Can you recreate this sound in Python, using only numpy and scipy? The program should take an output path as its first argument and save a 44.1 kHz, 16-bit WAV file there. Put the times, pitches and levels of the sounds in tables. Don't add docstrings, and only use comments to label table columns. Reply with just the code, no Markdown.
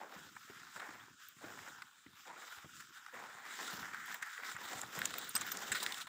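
import sys
import numpy as np
from scipy import signal
from scipy.io import wavfile
from scipy.ndimage import uniform_filter1d

SR = 44100
rng = np.random.default_rng(int(sys.argv[2]) if len(sys.argv) > 2 else 0)


def unload_audio(sound):
    columns = np.transpose(np.atleast_2d(sound))
    steps = np.round(np.clip(columns, -1, 1) * 32767)
    wavfile.write(sys.argv[1], SR, steps.astype(np.int16))


def gain_from_db(level_db):
    decades = np.asarray(level_db, float) / 20
    return 10 ** decades


N = 268511

# start_s, push_level_db, pitch_hz
FOOTFALLS = [(0.162, -51.5, 192), (0.497, -51, 400), (0.757, -56, 178), (0.887, -51.5, 313),
             (1.078, -59.5, 350), (1.364, -58.5, 151), (1.44, -46.5, 308), (2.061, -55, 282),
             (2.573, -60.5, 95), (2.642, -51.5, 146), (3.134, -53, 500), (3.345, -61, 139),
             (3.732, -47.5, 190), (4.387, -60.5, 467), (4.545, -54.5, 130), (4.75, -49.5, 130),
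             (4.975, -44, 165), (5.346, -46, 216), (5.706, -48.5, 106)]
# pitch_hz, width_hz, relative_level_db
RUSTLE_RESONANCES = [(3000, 1210, -5.5), (3800, 626, -1), (5000, 1110, -8), (7400, 1180, -4.5),
                     (10000, 37000, -19.5), (15200, 1120, -9)]
# pitch_hz, width_hz, relative_level_db
SNOW_RESONANCES = [(1008, 687, 3), (1406, 404, 5.5), (1860, 362, 3)]
# crunch_db, rustle_db, upper_packing_db, lower_packing_db, rumble_db
QUIET_DB = (-63.5, -68.5, -74.5, -81, -80.5)
WIDEST_SNAP_HZ = 1970
EVENT_S = 0.07


def rms_one(x):
    return x / np.sqrt(np.mean(x ** 2) + 1e-20)


def band(x, low_hz, high_hz, order=2):
    return signal.sosfilt(signal.butter(order, [low_hz, high_hz], "band", fs=SR, output="sos"), x)


def resonate(x, hz, width_hz):
    r = np.exp(-np.pi * width_hz / SR)
    feedback = [1, -2 * r * np.cos(2 * np.pi * hz / SR), r * r]
    return signal.lfilter([(1 - r * r) / 2, 0, (r * r - 1) / 2], feedback, x)


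def ring_all(x, resonances):
    return sum(gain_from_db(level_db) * resonate(x, hz, width_hz) for hz, width_hz, level_db in resonances)


def drift(rate_hz):
    r = np.exp(-2 * np.pi * rate_hz / SR)
    wander = signal.lfilter([1], [1, -2 * r, r * r], rng.standard_normal(N + SR))
    return rms_one(wander[SR:])


def grains(per_s, spread_db, clump_db, smooth):
    collapses_per_s, collapse_fade_s, collapse_db = 55.0, 0.005, -6.5
    born = rng.random(N) < per_s / SR
    sizes = gain_from_db(spread_db * np.minimum(rng.exponential(1, N), 5)) * rng.choice([-1, 1], N)
    pocket_sizes = gain_from_db(collapse_db) * np.minimum(rng.exponential(1, N), 4)
    pockets = (rng.random(N) < collapses_per_s / SR) * pocket_sizes
    fade = np.exp(-1 / (collapse_fade_s * SR))
    collapsing = 1 + signal.lfilter([1], [1, -fade], pockets + 1e-18)
    clicks = rms_one(born * sizes) + smooth * rng.standard_normal(N)
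    return collapsing * gain_from_db(clump_db * drift(20.7)) * clicks


def texture(source, resonances, patchy_db):
    layers = []
    for k, (hz, width_hz, level_db) in enumerate(resonances):
        flicker = gain_from_db(level_db + patchy_db * drift(7.3))
        layers.append(flicker * (-1) ** k * resonate(source, hz, width_hz))
    return rms_one(sum(layers))


def placed(times, sounds):
    out = np.zeros(N + SR)
    for start_s, sound in zip(times, sounds):
        out[round(start_s * SR):][:len(sound)] += sound
    return out[:N]


def squeak():
    # start_s, length_s, from_hz, to_hz, level_db
    glide = (.992, .036, 2950, 3850, -61)
    start_s, length_s, low_hz, high_hz, level_db = glide
    part = np.clip((np.arange(N) / SR - start_s) / length_s, 0, 1)
    phase = 2 * np.pi * np.cumsum(low_hz + (high_hz - low_hz) * part) / SR
    return gain_from_db(level_db) * np.sin(np.pi * part) * np.sin(phase)


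def hook_ticks():
    # start_s, level_db, pitch_hz
    hook_rings = [(5.293, -38.5, 9030), (5.353, -27.5, 8400), (5.353, -29.5, 13600), (5.3635, -28, 8400),
                  (5.354, -30.5, 5000), (5.518, -32, 13650)]
    start_s, level_db, hz = np.transpose(hook_rings)[:, :, None]
    t = np.arange(int(EVENT_S * SR)) / SR
    rings = gain_from_db(level_db) * np.exp(-t / 0.006) * np.sin(2 * np.pi * hz * t)
    return placed(start_s[:, 0], rings)


def thuds():
    t = np.arange(int(EVENT_S * SR)) / SR
    rise = t / 0.004
    push = rise * np.exp(1 - rise)
    noises = rng.standard_normal((len(FOOTFALLS), len(t)))
    sounds = []
    for (_, push_db, hz), noise in zip(FOOTFALLS, noises):
        puff = rms_one(band(noise, hz, 2300, order=3))
        sounds.append(gain_from_db(push_db) * push * (np.sin(2 * np.pi * hz * t) + 0.6 * puff))
    return placed(np.transpose(FOOTFALLS)[0], sounds)


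def stem_snaps():
    # start_s, peak_db, pitch_hz
    loud_stems = [(1.286, -39, 14800), (4.06, -42, 13000), (4.815, -30.5, 7400), (5.0547, -20.5, 6850),
                  (5.183, -24, 14900), (5.293, -32.5, 12600), (5.378, -30.5, 7850), (5.466, -33, 15000),
                  (5.492, -37, 14300), (5.571, -31.5, 6470), (5.829, -26.5, 8540), (5.8618, -36, 7000),
                  (5.9225, -28, 3670), (5.944, -30.5, 3800)]
    t = np.arange(int(EVENT_S * SR)) / SR
    noises = rng.standard_normal((len(loud_stems), len(t)))
    ticks = []
    for (_, peak_db, hz), noise in zip(loud_stems, noises):
        burst = noise * np.exp(-t / 0.0022)
        pitched = resonate(burst, hz, min(0.16 * hz, WIDEST_SNAP_HZ))
        tick = 3.2 * pitched + ring_all(burst, RUSTLE_RESONANCES)
        ticks.append(gain_from_db(peak_db) * tick / abs(tick).max())
    return placed(np.transpose(loud_stems)[0], ticks)


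def cracks():
    # start_s, knock_peak_db, snap_peak_db, snap_pitch_hz, length_ms
    breaks = [(0.364, -38.5, -52, 2830, 8.2), (0.766, -44, -46, 4220, 4.4), (0.796, -39.5, -45, 3660, 12),
              (1.82, -37, -43.5, 4150, 5.7), (2.063, -50.5, -67, 1500, 7.5), (3.063, -38, -47, 5130, 3.2),
              (3.141, -41.5, -52, 3000, 15), (3.9453, -30, -42.5, 3650, 1.9),
              (4.1431, -32, -35, 14600, 4.5), (4.224, -28, -36, 6440, 9), (4.378, -34, -56, 5860, 2.8),
              (4.433, -33.5, -60, 3700, 5), (4.564, -33.5, -46, 7400, 8.6), (4.99, -30.5, -31, 13200, 2.8),
              (5.0169, -25, -27.5, 3800, 0.68), (5.1389, -32.5, -32.5, 3430, 5.7),
              (5.3511, -34.5, -29.5, 5000, 10.3), (5.3621, -30.5, -24.5, 6120, 7.4),
              (5.411, -39, -28, 6500, 8.8), (5.517, -39, -32.5, 5950, 9.2), (5.717, -26, -25.5, 7400, 13.6),
              (5.746, -30, -31, 3800, 33), (5.8, -54, -33.5, 3800, 13), (5.828, -39, -30, 15400, 14),
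              (5.8636, -25.5, -20.5, 3350, 0.55), (6.008, -41.5, -35, 3600, 21),
              (6.069, -41.5, -43, 3360, 8.8)]
    t = np.arange(int(EVENT_S * SR)) / SR
    splinters = rng.standard_normal((len(breaks), len(t)))
    sounds = []
    for (_, knock_db, snap_db, hz, length_ms), noise in zip(breaks, splinters):
        length_s = length_ms / 1000
        sharp = 2 * np.exp(-length_s / 0.006 - t / 0.0012)
        swell = np.minimum(8 * t / length_s, 1) * np.exp(-(t / length_s) ** 3)
        tail = 0.12 * np.exp(-t / 0.01)
        burst = noise * (sharp + swell + tail)
        lowest_hz = 1006 * gain_from_db(0.4 * (knock_db + 34.5))
        knock = band(ring_all(burst, SNOW_RESONANCES), lowest_hz, 2300)
        width_hz = min(0.44 * hz, WIDEST_SNAP_HZ)
        pitched = resonate(resonate(burst, hz, width_hz), hz, width_hz)
        snap = pitched + 0.86 * ring_all(burst, RUSTLE_RESONANCES)
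        knock = gain_from_db(knock_db) * knock / abs(knock).max()
        snap = gain_from_db(snap_db) * snap / abs(snap).max()
        sounds.append(knock + snap)
    return placed(np.transpose(breaks)[0], sounds)


def summed(shapes, levels_db, still_db):
    event_power = gain_from_db(2 * np.asarray(levels_db))[:, None] * shapes ** 2
    power = gain_from_db(2 * still_db) + event_power.sum(axis=0)
    return np.interp(np.arange(N), np.arange(len(power)) * 64, 10 * np.log10(power))


def efforts():
    # start_s, length_s, crunch_db, lower_packing_db
    steps = [(0.0, 0.24, -54.5, -58.5), (0.484, 0.57, -57, -72.5), (0.765, 0.2, -52, -61.5),
             (1.426, 0.35, -53.5, -59.5), (2.271, 0.36, -54, -63.5), (2.962, 0.18, -55.5, -78),
             (3.139, 0.38, -50.5, -60), (3.45, 0.1, -51, -67), (3.593, 0.3, -47, -58.5),
             (3.935, 0.17, -47, -74), (4.083, 0.066, -47, -64.5), (4.225, 0.15, -48, -73),
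             (4.408, 0.12, -50.5, -65.5), (4.592, 0.15, -52, -61.5), (4.71, 0.43, -52.5, -57.5),
             (4.967, 0.11, -58, -56.5), (5.14, 0.1, -58.5, -57.5), (5.36, 0.42, -49.5, -63.5),
             (5.543, 0.14, -60, -55.5), (5.7, 0.25, -67, -58), (5.83, 0.07, -45, -58)]
    # middle_s, length_s, rustle_db
    brushes = [(0.216, 0.29, -61), (0.505, 0.6, -62.5), (0.748, 0.19, -62), (1.255, 0.18, -61.5),
               (1.594, 0.61, -61), (2.218, 0.19, -65), (2.498, 0.34, -57.5), (2.78, 0.3, -61),
               (2.96, 0.094, -61), (3.665, 0.5, -50.5), (3.986, 0.16, -67), (4.113, 0.17, -55.5),
               (4.323, 0.23, -58.5), (4.495, 0.16, -51.5), (4.743, 0.38, -51.5), (5.004, 0.26, -51),
               (5.212, 0.36, -52), (5.478, 0.39, -51), (5.761, 0.42, -49), (5.99, 0.15, -51.5)]
    rise_s, lift_s, packing_linger_s = 0.019, 0.078, 0.081
    crunch_sag, upper_sag, lower_sag, rumble_fade = 8.5, 26, 38.5, 33.5
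    still_crunch, still_rustle, still_upper, still_lower, still_rumble = QUIET_DB
    t = np.arange(N // 64 + 2) * 64 / SR

    start_s, length_s, crunch_db, lower_db = np.transpose(steps)
    upper_db = lower_db + (1 - 0.57) * (crunch_db - lower_db)
    since = t - start_s[:, None]
    rise = np.clip(since / rise_s + 1, 0, 1)
    lifted = np.maximum(since - length_s[:, None], 0)
    crunching = rise * np.exp(-lifted / lift_s) * gain_from_db(-crunch_sag * since)
    packing = rise * np.exp(-lifted / packing_linger_s)

    middle_s, span_s, rustle_db = np.transpose(brushes)
    swell = np.cos(np.pi * np.clip((t - middle_s[:, None]) / span_s[:, None], -0.5, 0.5))
    scuff_db = still_crunch + 4.0 + 0.81 * (rustle_db - still_crunch)

    fall_s, fall_db, _ = np.transpose(FOOTFALLS)
    after = t - fall_s[:, None]
    shaken = (after > 0) * gain_from_db(-rumble_fade * abs(after))

    moves = np.vstack([crunching, swell])
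    step_rustle_db = crunch_db - 12
    return (summed(moves, np.r_[crunch_db, scuff_db], still_crunch),
            summed(moves, np.r_[step_rustle_db, rustle_db], still_rustle),
            summed(packing * gain_from_db(-upper_sag * since), upper_db, still_upper),
            summed(packing * gain_from_db(-lower_sag * since), lower_db, still_lower),
            summed(shaken, fall_db - 14, still_rumble))


def ground_rumble(rumble_db):
    sparse = grains(400.0, spread_db=2.0, clump_db=-2.0, smooth=0.65)
    return gain_from_db(rumble_db) * rms_one(band(sparse, 73.5, 343, order=3))


def packed_snow(coarse, fine, upper_db, lower_db, rustle_db):
    upper = rms_one(band(coarse, 784, 1075, order=3)) * gain_from_db(upper_db + 2.0 * drift(9.6))
    lower = rms_one(band(coarse, 477, 773, order=3)) * gain_from_db(lower_db + 2.0 * drift(53.0))
    pushed = gain_from_db(-66 + 1.57 * (rustle_db + 48))
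    deep = rms_one(band(fine, 188, 492, order=3)) * (gain_from_db(lower_db - 4) + pushed)
    return upper + lower + deep


def small_stems(rustle_db):
    per_s = 98.0 * gain_from_db(0.46 * (rustle_db + 51.5))
    sizes = gain_from_db(5.5 * np.minimum(rng.exponential(1, N), 3))
    stems = (rng.random(N) < per_s / SR) * sizes
    pitches_hz = np.geomspace(1200, 15000, num=10)
    dealt = rng.integers(0, 10, N)
    return sum(resonate(stems * (dealt == k) + 1e-18, hz, 650.0) for k, hz in enumerate(pitches_hz))


def rustling(fine, rustle_db):
    rustle = rms_one(band(texture(fine, RUSTLE_RESONANCES, patchy_db=1.3), 1460, 19000, order=3))
    above_quiet_db = np.maximum(rustle_db - QUIET_DB[1], 0)
    rustle = rustle * gain_from_db(0.1 * above_quiet_db * drift(48.0))
    return gain_from_db(rustle_db) * (rustle + gain_from_db(16.5) * small_stems(rustle_db))


def crushed_snow(coarse, crunch_db):
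    crunch = rms_one(band(texture(coarse, SNOW_RESONANCES, patchy_db=0.93), 1324, 2330, order=3))
    brighter = gain_from_db(0.49 * (crunch_db + 39.0)) - 1
    return gain_from_db(crunch_db) * (crunch + brighter * band(crunch, 1360, 2870))


def walk():
    crunch_db, rustle_db, upper_db, lower_db, rumble_db = efforts()
    coarse = grains(900.0, spread_db=3.0, clump_db=1.5, smooth=1.0)
    fine = rng.standard_normal(N) + 0.73 * rms_one(coarse)
    snow = crushed_snow(coarse, crunch_db) + packed_snow(coarse, fine, upper_db, lower_db, rustle_db)
    return snow + rustling(fine, rustle_db) + ground_rumble(rumble_db)


def scene():
    return (squeak() + hook_ticks() + thuds() + stem_snaps() + cracks() + walk())[None]


def suppress(x):
    estimate_db, deepest_db, close_db_per_frame = -83, -9, 1.8
    hz, _, z = signal.stft(x, SR, nperseg=512, noverlap=384)
    power = uniform_filter1d(abs(z) ** 2, size=3, axis=0)
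    power = signal.lfilter([0.2], [1, -0.8], power, axis=1)
    noise = gain_from_db(2 * estimate_db) / (1 + (hz[:, None] / 1100) ** 4)
    gain = np.clip(1 - noise / (power + 1e-20), 1e-3, 1)
    gain_db = np.maximum(20 * np.log10(gain), deepest_db)
    fall_db = close_db_per_frame * np.arange(z.shape[1])
    gain_db = np.maximum.accumulate(gain_db + fall_db, axis=1) - fall_db
    return signal.istft(z * gain_from_db(gain_db), SR, nperseg=512, noverlap=384)[1][:N]


def band_limit(x):
    return signal.sosfilt(signal.butter(12, 16800, fs=SR, output="sos"), x)


def record(dry):
    x = signal.sosfilt(signal.butter(3, 66, "high", fs=SR, output="sos"), dry[0])
    x = suppress(x)
    x = signal.sosfilt(signal.cheby2(16, 28, 15750, fs=SR, output="sos"), x)
    return band_limit(x[None])


dry = scene()
out = record(dry)
unload_audio(out)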